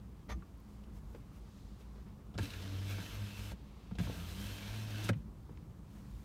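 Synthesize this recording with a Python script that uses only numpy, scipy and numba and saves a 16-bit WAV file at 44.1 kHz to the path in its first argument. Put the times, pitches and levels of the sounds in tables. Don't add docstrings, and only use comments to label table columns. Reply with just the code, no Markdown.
import sys
import numpy as np
from scipy import signal
from scipy.fft import rfft, irfft, next_fast_len
from scipy.io import wavfile
from scipy.ndimage import uniform_filter1d
from numba import njit

SR = 44100
rng = np.random.default_rng(int(sys.argv[2]) if len(sys.argv) > 2 else 0)


def voltage_ratio(level):
    return 10 ** (np.asarray(level, float) / 20)


def master_out(mix):
    frames = np.transpose(np.atleast_2d(mix))
    ceiling = np.clip(frames, -1, 1)
    pcm = np.round(ceiling * 32767).astype(np.int16)
    wavfile.write(sys.argv[1], SR, pcm)


N = 275184
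TIME = np.arange(N) / SR


def level(x):
    return x / np.sqrt(np.mean(x ** 2))


@njit
def svf(x, hz, width):
    y, band_state, low_state = np.empty(len(x)), 0., 0.
    for i in range(len(x)):
        g, k = np.tan(np.pi * hz[i] / SR), width / hz[i]
        v = (band_state + g * (x[i] - low_state)) / (1 + g * (g + k))
        band_state = 2 * v - band_state
        low_state += 2 * g * v
        y[i] = k * v
    return y


def band(x, hz, width):
    return svf(x, np.clip(hz + 0 * x, 10, SR / 2.2), 1. * width)


def steep(x, hz, width):
    return level(band(band(x, hz, width), hz, width))


def split(x, low_hz, high_hz):
    low = signal.sosfiltfilt(signal.butter(2, low_hz, fs=SR, output="sos"), x)
    high = signal.sosfiltfilt(signal.butter(2, high_hz, "high", fs=SR, output="sos"), x)
    return low, x - low - high, high


def colour(x, table):
    hz, db = np.transpose(table)
    size = next_fast_len(len(x))
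    bins = np.arange(size // 2 + 1) * SR / size + 1
    gain = voltage_ratio(np.interp(np.log(bins), np.log(hz), db))
    return level(irfft(rfft(x, size) * gain, size)[:len(x)])


def walk(rate):
    hold = int(SR / rate)
    steps = np.repeat(rng.standard_normal(N // 200)[:N // hold + 1], hold)
    return 1.3 * uniform_filter1d(uniform_filter1d(steps, hold), hold)[:N]


def patchy(x, low_hz, step, count, slow_db, quick_db):
    out = 0
    for hz in low_hz * step ** np.arange(count):
        swell_db = np.minimum(slow_db * walk(4.91) + quick_db * walk(30), 3.0)
        out = out + voltage_ratio(swell_db) * band(x, hz, hz * (step - 1))
    return out


def bell(s, length):
    return np.exp(-(2 * (TIME - s) / length) ** 2)


def swells(rows):
    return sum(db * bell(s, length) for s, db, length in rows)


def bumps(rows):
    return sum(voltage_ratio(db) * bell(s, length) for s, db, length in rows)


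def curves(rows, rise, fall):
    s, *columns = np.transpose(rows)
    gate = np.clip((TIME - s[0]) / rise + 1, 0, 1) * np.exp(-np.clip(TIME - s[-1], 0, 1) / fall)
    return [np.interp(TIME, s, column) for column in columns], gate


def burst(t60, rise=0.00062):
    age = np.arange(SR // 2) / SR
    return np.minimum(age / rise, 1) * np.exp(-np.log(1000) * age / max(t60, .005))


def struck_tone(hz, t60, rise):
    return burst(t60, rise) * np.sin(2 * np.pi * hz * np.arange(SR // 2) / SR)


def ring(x, modes):
    out = 0
    for hz, db, t60 in modes:
        pole = np.exp((2j * np.pi * hz - np.log(1000) / t60) / SR)
        out = out + voltage_ratio(db) * signal.lfilter([1], [1, -pole], x).imag
    return out


def add(out, s, x):
    at = int(s * SR)
    out[at:at + len(x)] += x[:N - at]


# pitch_hz, density_db (per Hz)
CABIN_AIR = [(12, -51.5), (20, -23), (35, -5.5), (58, 0), (81, -8.5), (204, -11.5), (241, -21.5),
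             (277, -16.5), (319, -22), (367, -23), (624, -30.5), (1120, -30), (1610, -37.5), (12100, -50),
             (16000, -50)]
# centre_s, level_db (over the still air), length_s
CLOTH = [(.72, 2.5, .1), (.965, 6, 0.055), (1.13, 4, 0.15), (1.36, 4.5, .06), (1.58, 3, .05),
         (1.81, 5, 0.049), (2.24, -3, 0.025), (5.17, 3.5, .04), (5.96, 5, 0.11), (6.2, 5, 0.4)]
# centre_s, level_db, length_s
TRAFFIC = [
    (.75, -79, 0.26),
    (1.6, -73.5, 0.57),
    (2.0, -81, 0.27),
    (6.05, -78, 0.28),
]
# centre_s, level_db (over the idle rumble), length_s
ROCKS = [(.34, 13, 0.095), (.85, 7, 0.14), (2.1, 4, 0.27), (2.4, 11.5, .12), (2.87, 5, 0.17),
         (3.39, 8, .08), (3.53, 7, .08), (4.02, 11, 0.15), (4.43, 8, 0.15), (4.69, 12, 0.14),
         (5.6, -4.5, 0.89), (6.14, 7, .1)]


def cabin():
    cloth_db = swells(CLOTH)
    gap = np.interp(TIME, (2.4, 3.55, 4.0, 5.05), [0, 1, 1, 0])
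    far = rng.standard_normal(N)
    leak = voltage_ratio(-72.5 + 0.92 * walk(5.1)) * gap * steep(far, 2800, 3300)
    leak = leak + bumps(TRAFFIC) * steep(far, 3840, 5300)

    air = voltage_ratio(-49) * colour(rng.standard_normal(N), CABIN_AIR)
    low, street, hiss = split(air, 1230, 4550)
    rumble, middle, upper = split(low, 49.0, 402)

    mode_hz = 54.05 * (1 + 0.0616 * walk(18) + 0.0395 * walk(4.003))
    mode = np.sqrt(2) * np.sin(2 * np.pi * np.cumsum(mode_hz) / SR)
    rumble_db = -55 + 4.5 * np.minimum(walk(13), .4) + swells(ROCKS)
    rumble = voltage_ratio(rumble_db) * (mode + voltage_ratio(-7.0) * level(rumble))
    cross_mode = voltage_ratio(-67 + 1.9 * walk(14)) * steep(middle, 211.7, 40)

    rustle_db = -70.5 + 0.27 * cloth_db + 1.9 * gap + 0.88 * walk(8.0)
    dull = middle * voltage_ratio(1.4 * walk(7)) + level(upper) * voltage_ratio(rustle_db)
    street = level(patchy(street, 765, 1.3, count=9, slow_db=1.0, quick_db=-4.5))
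    street = voltage_ratio(-77 + 0.78 * cloth_db) * street
    return leak + rumble + cross_mode + dull + street + voltage_ratio(-77 + cloth_db) * level(hiss)


# pitch_hz, density_db (per Hz)
VINYL = [(120, -35), (200, -5), (728, -2.5), (1050, -3.5), (1190, -3), (1680, -12), (1810, -3), (2800, -15),
         (3610, -14.5), (5700, -20.5), (6240, -17), (7760, -33), (11000, -27.5), (15500, -37)]
# start_s, rasp_db, squeak_db, push_db
CREAK = [
    (0.287, -64, -81, -53),
    (0.293, -51, -74, -26.5),
    (0.321, -48, -49, -35),
    (.332, -56, -62, -33),
    (0.342, -64, -77, -30.5),
]


def seat():
    (rasp_db, squeak_db, push_db), gate = curves(CREAK, .004, 0.0076)
    rasp, grit = rng.standard_normal((2, N)) * voltage_ratio(1.4 * walk(190))
    squeak = steep(grit, 6170, 500) + voltage_ratio(-7) * steep(grit, 1200, 120)
    squeak = squeak + voltage_ratio(-8) * steep(grit, 3600, 300) + voltage_ratio(-10.0) * steep(grit, 2060, 200)
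    push = voltage_ratio(push_db - 14) * steep(grit, 70, 36)
    return gate * (voltage_ratio(rasp_db + 2.5) * colour(rasp, VINYL) + voltage_ratio(squeak_db - 7.5) * squeak + push)


# start_s, level_db,
# pitch_hz, low_knock_db, t60_s
TICKS = [(0.422, -61, 1140, -69, 0.058), (0.837, -65, 3050, -67, 0.031), (1.147, -58, 800, -51, 0.066),
         (1.146, -66, 2400, -68, 0.06), (1.158, -69, 2200, -64, .03), (1.806, -66, 2600, -61, 0.08),
         (2.06, -66, 800, -64, 0.097), (1.981, -78, 900, -57, 0.065), (2.189, -89, 700, -61, 0.073),
         (2.338, -64.5, 2800, -55.5, 0.13), (3.952, -59, 3170, -54, 0.054), (5.13, -50, 1750, -50, 0.05),
         (5.132, -69, 5000, -70, .03), (2.43, -52, 9900, -70, .03), (2.619, -63, 11200, -72, 0.03),
         (2.897, -56, 13100, -70, .03), (3.145, -56, 13000, -72, .025), (2.983, -55, 880, -42.5, 0.043),
         (3.518, -69, 700, -48, .04), (4.07, -62, 890, -41.5, 0.038), (4.097, -58, 830, -43.5, 0.041),
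         (5.491, -75, 600, -54, 0.075), (5.573, -55, 1900, -68, 0.014), (.274, -69, 14000, -80, .015),
         (.575, -69, 11500, -80, 0.016), (.6, -69, 14500, -80, .015), (1.955, -66, 850, -64, .15),
         (2.0, -70, 1400, -70, .08), (2.075, -71, 1600, -70, .08), (2.24, -70, 14500, -80, .02),
         (5.188, -69, 14200, -80, .015), (5.515, -71, 13800, -80, .015), (5.044, -51, 9000, -70, 0.039),
         (0, -62, 3000, -55, .006), (2.5045, -51, 2300, -70, .02), (2.535, -50, 3900, -70, .02),
         (2.5555, -53, 2200, -70, .02), (2.677, -54, 3300, -70, .025), (4.6289, -50, 2600, -70, .025),
         (3.0618, -53, 2400, -70, .025)]
# start_s,
# pitch_hz, level_db, t60_s
RINGS = [(.291, 2060, -53, .12), (.31, 1200, -43, .12), (.312, 6250, -55, .1), (.303, 760, -48, .08),
         (.33, 1250, -51, .05), (5.51, 330, -50, .04), (.421, 1380, -54, .03), (.4245, 1150, -50, .04),
         (1.146, 470, -41, .05), (1.148, 960, -50, .03), (1.159, 418, -48, .04), (2.19, 480, -51, .05),
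         (2.349, 1250, -54, .03), (2.386, 1620, -36, 0.034), (3.526, 1560, -58, .04),
         (3.911, 1250, -53, .03), (4.071, 900, -48, .03), (4.097, 890, -48, .03), (2.983, 900, -48, .03),
         (5.131, 1950, -51, .035), (5.108, 520, -40, .1), (5.492, 478, -48, .04), (5.573, 1100, -53, .015)]


def ticks():
    out = np.zeros(N)
    grits = rng.standard_normal((len(TICKS), SR // 2))
    for (s, db, hz, low_db, t60), grit in zip(TICKS, grits):
        click = voltage_ratio(db + 2.5) * steep(grit, hz, min(.95 * hz, 5000))
        body = voltage_ratio(low_db + 4.5) * steep(grit, 337, 400)
        add(out, s, burst(t60, rise=0.036 * t60) * (click + body))
    for s, hz, db, t60 in RINGS:
        add(out, s, voltage_ratio(db) * struck_tone(hz, t60, rise=.09 * t60))
    return out


# start_s, crack_db, crack_hz, panel_db, thump_db
KNOCKS = [(2.353, -54, 1280, -51.5, -41), (2.3782, -36, 4300, -46, -51), (2.385, -28.5, 1620, -38, -37.5),
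          (2.3929, -49, 1440, -40, -31.5), (2.4292, -41, 3210, -51, -48), (2.4547, -40, 3460, -63, -55),
          (2.504, -40, 3850, -65, -58), (2.538, -41, 2800, -49, -49), (2.622, -43, 4230, -49, -46.5),
          (3.5306, -62, 1557, -58, -41), (3.9113, -62, 1250, -49, -36), (3.9853, -33, 2100, -42, -33),
          (3.9973, -42, 1530, -41.5, -26), (5.0426, -47, 3680, -54, -39), (5.0899, -20, 1590, -38, -29),
          (5.0954, -32, 1520, -29, -34)]
# pitch_hz, level_db, t60_s
PANELS = [(336, -6, 0.12), (420, 12, 0.015), (545, 1.5, 0.043), (700, -4, 0.059), (904, -6, 0.04),
          (1410, 4.5, 0.019), (1620, 4, 0.022)]
# pitch_hz, level_db, t60_s
WALL = [(116, 0.5, 0.15), (182.4, 1.5, 0.14), (216.9, -14.5, 0.66), (274, -19, 0.16)]
# start_s, pitch_hz, level_db, t60_s
LOADS = [(0.35, 324, -47.5, 0.19), (.37, 185, -37.5, 0.088), (0.388, 180, -37, 0.051),
         (1.16, 149, -40, 0.088), (2.36, 110.6, -32.5, 0.16), (2.407, 97, -24.5, 0.17),
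         (3.914, 183, -28, 0.13), (4.013, 159, -29, 0.12), (3.7, 77, -47, 0.16), (4.07, 119.5, -34, 0.22),
         (2.991, 176, -37.5, 0.15), (5.093, 241, -29.5, 0.12), (5.089, 568.5, -32.5, 0.071),
         (.296, 81, -40, .2), (5.499, 150, -36, 0.061), (5.103, 106.4, -22, 0.19),
         (5.159, 142, -24.5, 0.07)]


def knocks():
    crack_t60_s = 0.041
    crack, panel, boom = np.zeros((3, N))
    grit = rng.standard_normal((len(KNOCKS), 2, SR // 2))
    for (s, crack_db, hz, panel_db, thump_db), (snap, rap) in zip(KNOCKS, grit):
        snap = steep(snap, hz, 2400) + voltage_ratio(-12.5) * steep(snap, 4800, 8300)
        add(crack, s, voltage_ratio(crack_db - 8.5) * burst(crack_t60_s) * snap)
        add(panel, s, voltage_ratio(panel_db - 24.5) * burst(0.52 * crack_t60_s) * rap)
        boom[int((s + .004) * SR)] = voltage_ratio(thump_db - 3.0)
    push = np.hanning(int(0.002 * SR))
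    boom = ring(np.convolve(boom, push / push.sum())[:N], WALL)
    for s, hz, db, t60 in LOADS:
        add(boom, s, voltage_ratio(db) * struck_tone(hz, t60, rise=0.0095))
    return crack + ring(panel, PANELS) + boom


def grit_ticks(rate, spread_db):
    chance = rng.random((2, N))
    size = (chance[0] < rate / SR) * voltage_ratio(-spread_db * np.log(chance[1] + 1e-9))
    return signal.lfilter([1], [1, -np.exp(-1 / (0.00037 * SR))], size)


# centre_s, pitch_hz, level_db, length_s
PANE = [(2.432, 3150, -58, .03), (2.442, 4000, -56, .035), (2.445, 5350, -62, .04), (2.445, 2580, -60, .03),
        (2.506, 3960, -58, .02), (2.558, 1720, -60, .045), (2.68, 3100, -63, .03), (2.75, 5200, -72, .4),
        (2.79, 3200, -64, .04), (2.885, 2330, -57, .035), (2.92, 2330, -55, .04), (2.905, 3450, -58, .04),
        (2.909, 3960, -62, .035), (2.913, 1460, -60, .03), (2.925, 5250, -68, .04), (2.97, 6030, -67, .05),
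        (2.95, 1600, -62, .04), (3.0, 1640, -58, .05), (2.981, 2330, -58, .045), (2.995, 5170, -67, .06),
        (3.021, 3960, -63, .035), (3.065, 3010, -60, .03), (3.069, 1890, -57, .028), (3.11, 3150, -66, .07),
        (3.145, 4200, -63, .05), (3.24, 5170, -66, .09), (3.358, 2670, -60, .07), (3.45, 5170, -66, .1),
        (3.46, 2950, -64, .08), (4.05, 3250, -62, .04), (4.25, 1330, -61, .1), (4.24, 3250, -63, .05),
        (4.32, 4000, -64, .07), (4.3, 5200, -70, .15), (4.43, 3190, -60, .09), (4.492, 2840, -59, .028),
        (4.506, 4260, -59, .075), (4.562, 3150, -60, .075), (4.635, 2300, -55, .03),
        (4.655, 3270, -59, .08), (4.7, 2300, -63, .08), (4.68, 4000, -62, .03), (4.8, 4050, -62, .09),
        (4.85, 2600, -62, .08), (4.855, 5300, -65, .08), (4.964, 1580, -56, .065), (4.979, 4310, -60, .03),
        (5.048, 3620, -51, .022), (5.055, 2850, -56, .04), (5.058, 1550, -58, .04)]


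def flares(slips):
    out = np.zeros(N)
    for s, hz, db, length in PANE:
        at, span = int((s - length) * SR), int(2 * length * SR)
        tone = steep(slips[at:at + span], hz, 270 + 4 / length)
        size = uniform_filter1d(np.abs(tone), int(.014 * SR))
        tone = level(tone / np.sqrt(size + .05))
        swell = np.exp(-(2 * (TIME[at:at + span] - s) / length) ** 2)
        add(out, s - length, voltage_ratio(db - 4.5) * swell * tone)
    return out


# time_s, rub_db
RUB = [
    [(2.39, -54), (2.404, -55), (2.442, -50), (2.478, -55.5), (2.856, -55.5), (2.904, -51.5), (3.19, -56),
     (3.516, -55.5), (3.53, -61)],
    [(3.995, -47), (4.027, -55), (4.385, -55), (4.401, -52.5), (4.871, -53.5), (5.033, -51.5),
     (5.045, -49.5), (5.081, -52), (5.086, -47.5)],
]
# pitch_hz, density_db (per Hz)
TRACK = [(530, -50), (900, 9.5), (1070, -2), (1420, -2.5), (2070, -4.5), (2300, -4), (3230, -4), (4100, -5),
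         (4800, -8.5), (5280, -8.5), (5610, -9), (10500, -15), (12600, -14), (15100, -18), (16000, -25)]
# pitch_hz, density_db (per Hz)
FRAME = [(150, -18), (250, 1), (291, 3), (356, -2.5), (402, -3.5), (706, -5.5), (770, -9.5), (1400, -21.5),
         (1820, -62), (3080, -120)]
# centre_s, level_db, length_s
LIP = [(2.44, 0.5, .04), (2.66, -1.5, 0.39), (2.92, 1, 0.07), (3.0, -0.5, 0.066), (3.45, 3, .15),
       (4.0, -8, 0.023), (4.2, 2, 0.19), (4.39, 4, 0.23), (4.85, 0, .3), (5.047, 6.5, 0.022)]


def slide():
    slips = rng.standard_normal(N) * (voltage_ratio(.8 * walk(30)) + .5 * grit_ticks(250, 1.8))
    _, rub, edge = split(colour(slips, TRACK), 1100, 6500)
    rub = level(rub + patchy(rub, 1100, 1.1, count=19, slow_db=.6, quick_db=3.4))
    rattle = level(patchy(colour(slips, FRAME), 196, 1.25, count=9, slow_db=3.5, quick_db=-0.5))
    out = flares(slips)
    for rows in RUB:
        (rub_db,), gate = curves(rows, .004, .01)
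        bright = voltage_ratio(-9 + swells(LIP) + 0.63 * walk(14)) * level(edge)
        shaken = voltage_ratio(-4.5 + 0.89 * walk(15)) * rattle
        out = out + gate * voltage_ratio(rub_db) * (voltage_ratio(-0.74) * rub + bright + shaken)
    return out


# time_s, shaft_hz
SHAFT = [
    [(2.44, 96.13), (2.6, 93.3), (2.82, 97.4), (3.05, 98.7), (3.25, 101.9), (3.55, 99.7)],
    [(4.05, 95.1), (4.15, 85.95), (4.3, 86.6), (4.42, 101.4), (4.65, 99.1), (4.76, 106.5), (5.09, 106.5)],
]
# centre_s, level_db, length_s
HUM = [(2.434, -43, 0.073), (2.6, -56, 0.2), (2.814, -39.5, 0.29), (2.996, -54.5, 0.13),
       (3.222, -42.5, 0.12), (3.442, -46, 0.19), (4.068, -43.5, 0.11), (4.258, -44.5, 0.14),
       (4.513, -47, 0.24), (4.768, -46, 0.18), (5, -41, 0.32)]
# centre_s, level_db, length_s
SECOND = [(2.66, -55, 0.043), (2.85, -60, 0.13), (3.27, -52, 0.13), (3.4, -56, 0.046), (3.53, -57, 0.065),
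          (4.1, -51, 0.057), (4.21, -48.5, 0.081), (4.4, -49.5, 0.15), (4.64, -51.5, 0.071),
          (4.77, -61, .12), (4.95, -61, 0.096)]
# centre_s, level_db, length_s
THIRD = [(2.44, -53, 0.051), (2.72, -57.5, 0.16), (2.88, -65, 0.042), (3.47, -63, 0.044),
         (4.1, -49.5, 0.042), (4.55, -65, 0.14), (4.75, -70, 0.071), (5.0, -66.5, 0.083)]
ORDERS_IDLE_DB = (-61, -65, -72)


def motor():
    waver = 1 + 0.01185 * walk(24.99)
    sizes = []
    for idle_db, rows in zip(ORDERS_IDLE_DB, (HUM, SECOND, THIRD)):
        sizes.append((voltage_ratio(idle_db) + bumps(rows)) * voltage_ratio(1.67 * walk(20)))
    out = 0
    for rows in SHAFT:
        (hz,), gate = curves(rows, 0.048, 0.0046)
        turn = 2 * np.pi * np.cumsum(hz * waver) / SR
        for order, size in enumerate(sizes, 1):
            out = out + gate * np.sqrt(2) * size * np.sin(order * turn)
    return out


def scene():
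    near = motor() + slide() + knocks() + ticks() + seat()
    age = np.arange(int(.15 * SR)) / SR
    tail = band(rng.standard_normal(len(age)), 1500, 4000) * np.exp(-np.log(1000) * age / .08)
    wet = signal.fftconvolve(near, tail / np.sqrt(np.sum(tail ** 2)))[:N]
    return (near + voltage_ratio(-18.5) * wet + cabin())[None]


def band_limit(x):
    return signal.sosfilt(signal.butter(12, 15800, fs=SR, output="sos"), x)


# pitch_hz, width_hz, depth (0-1)
MIC_DIP = (10440, 560, 0.56)


def record(dry):
    hz, width, depth = MIC_DIP
    x = dry - depth * band(dry[0], hz, width)
    x = signal.sosfilt(signal.butter(2, 44.6, "high", fs=SR, output="sos"), x)
    limit = .12
    x = limit * np.tanh(x / limit)
    x = signal.sosfilt(signal.ellip(10, .2, 60, 15790, fs=SR, output="sos"), x)
    return band_limit(x)


dry = scene()
out = record(dry)
master_out(out)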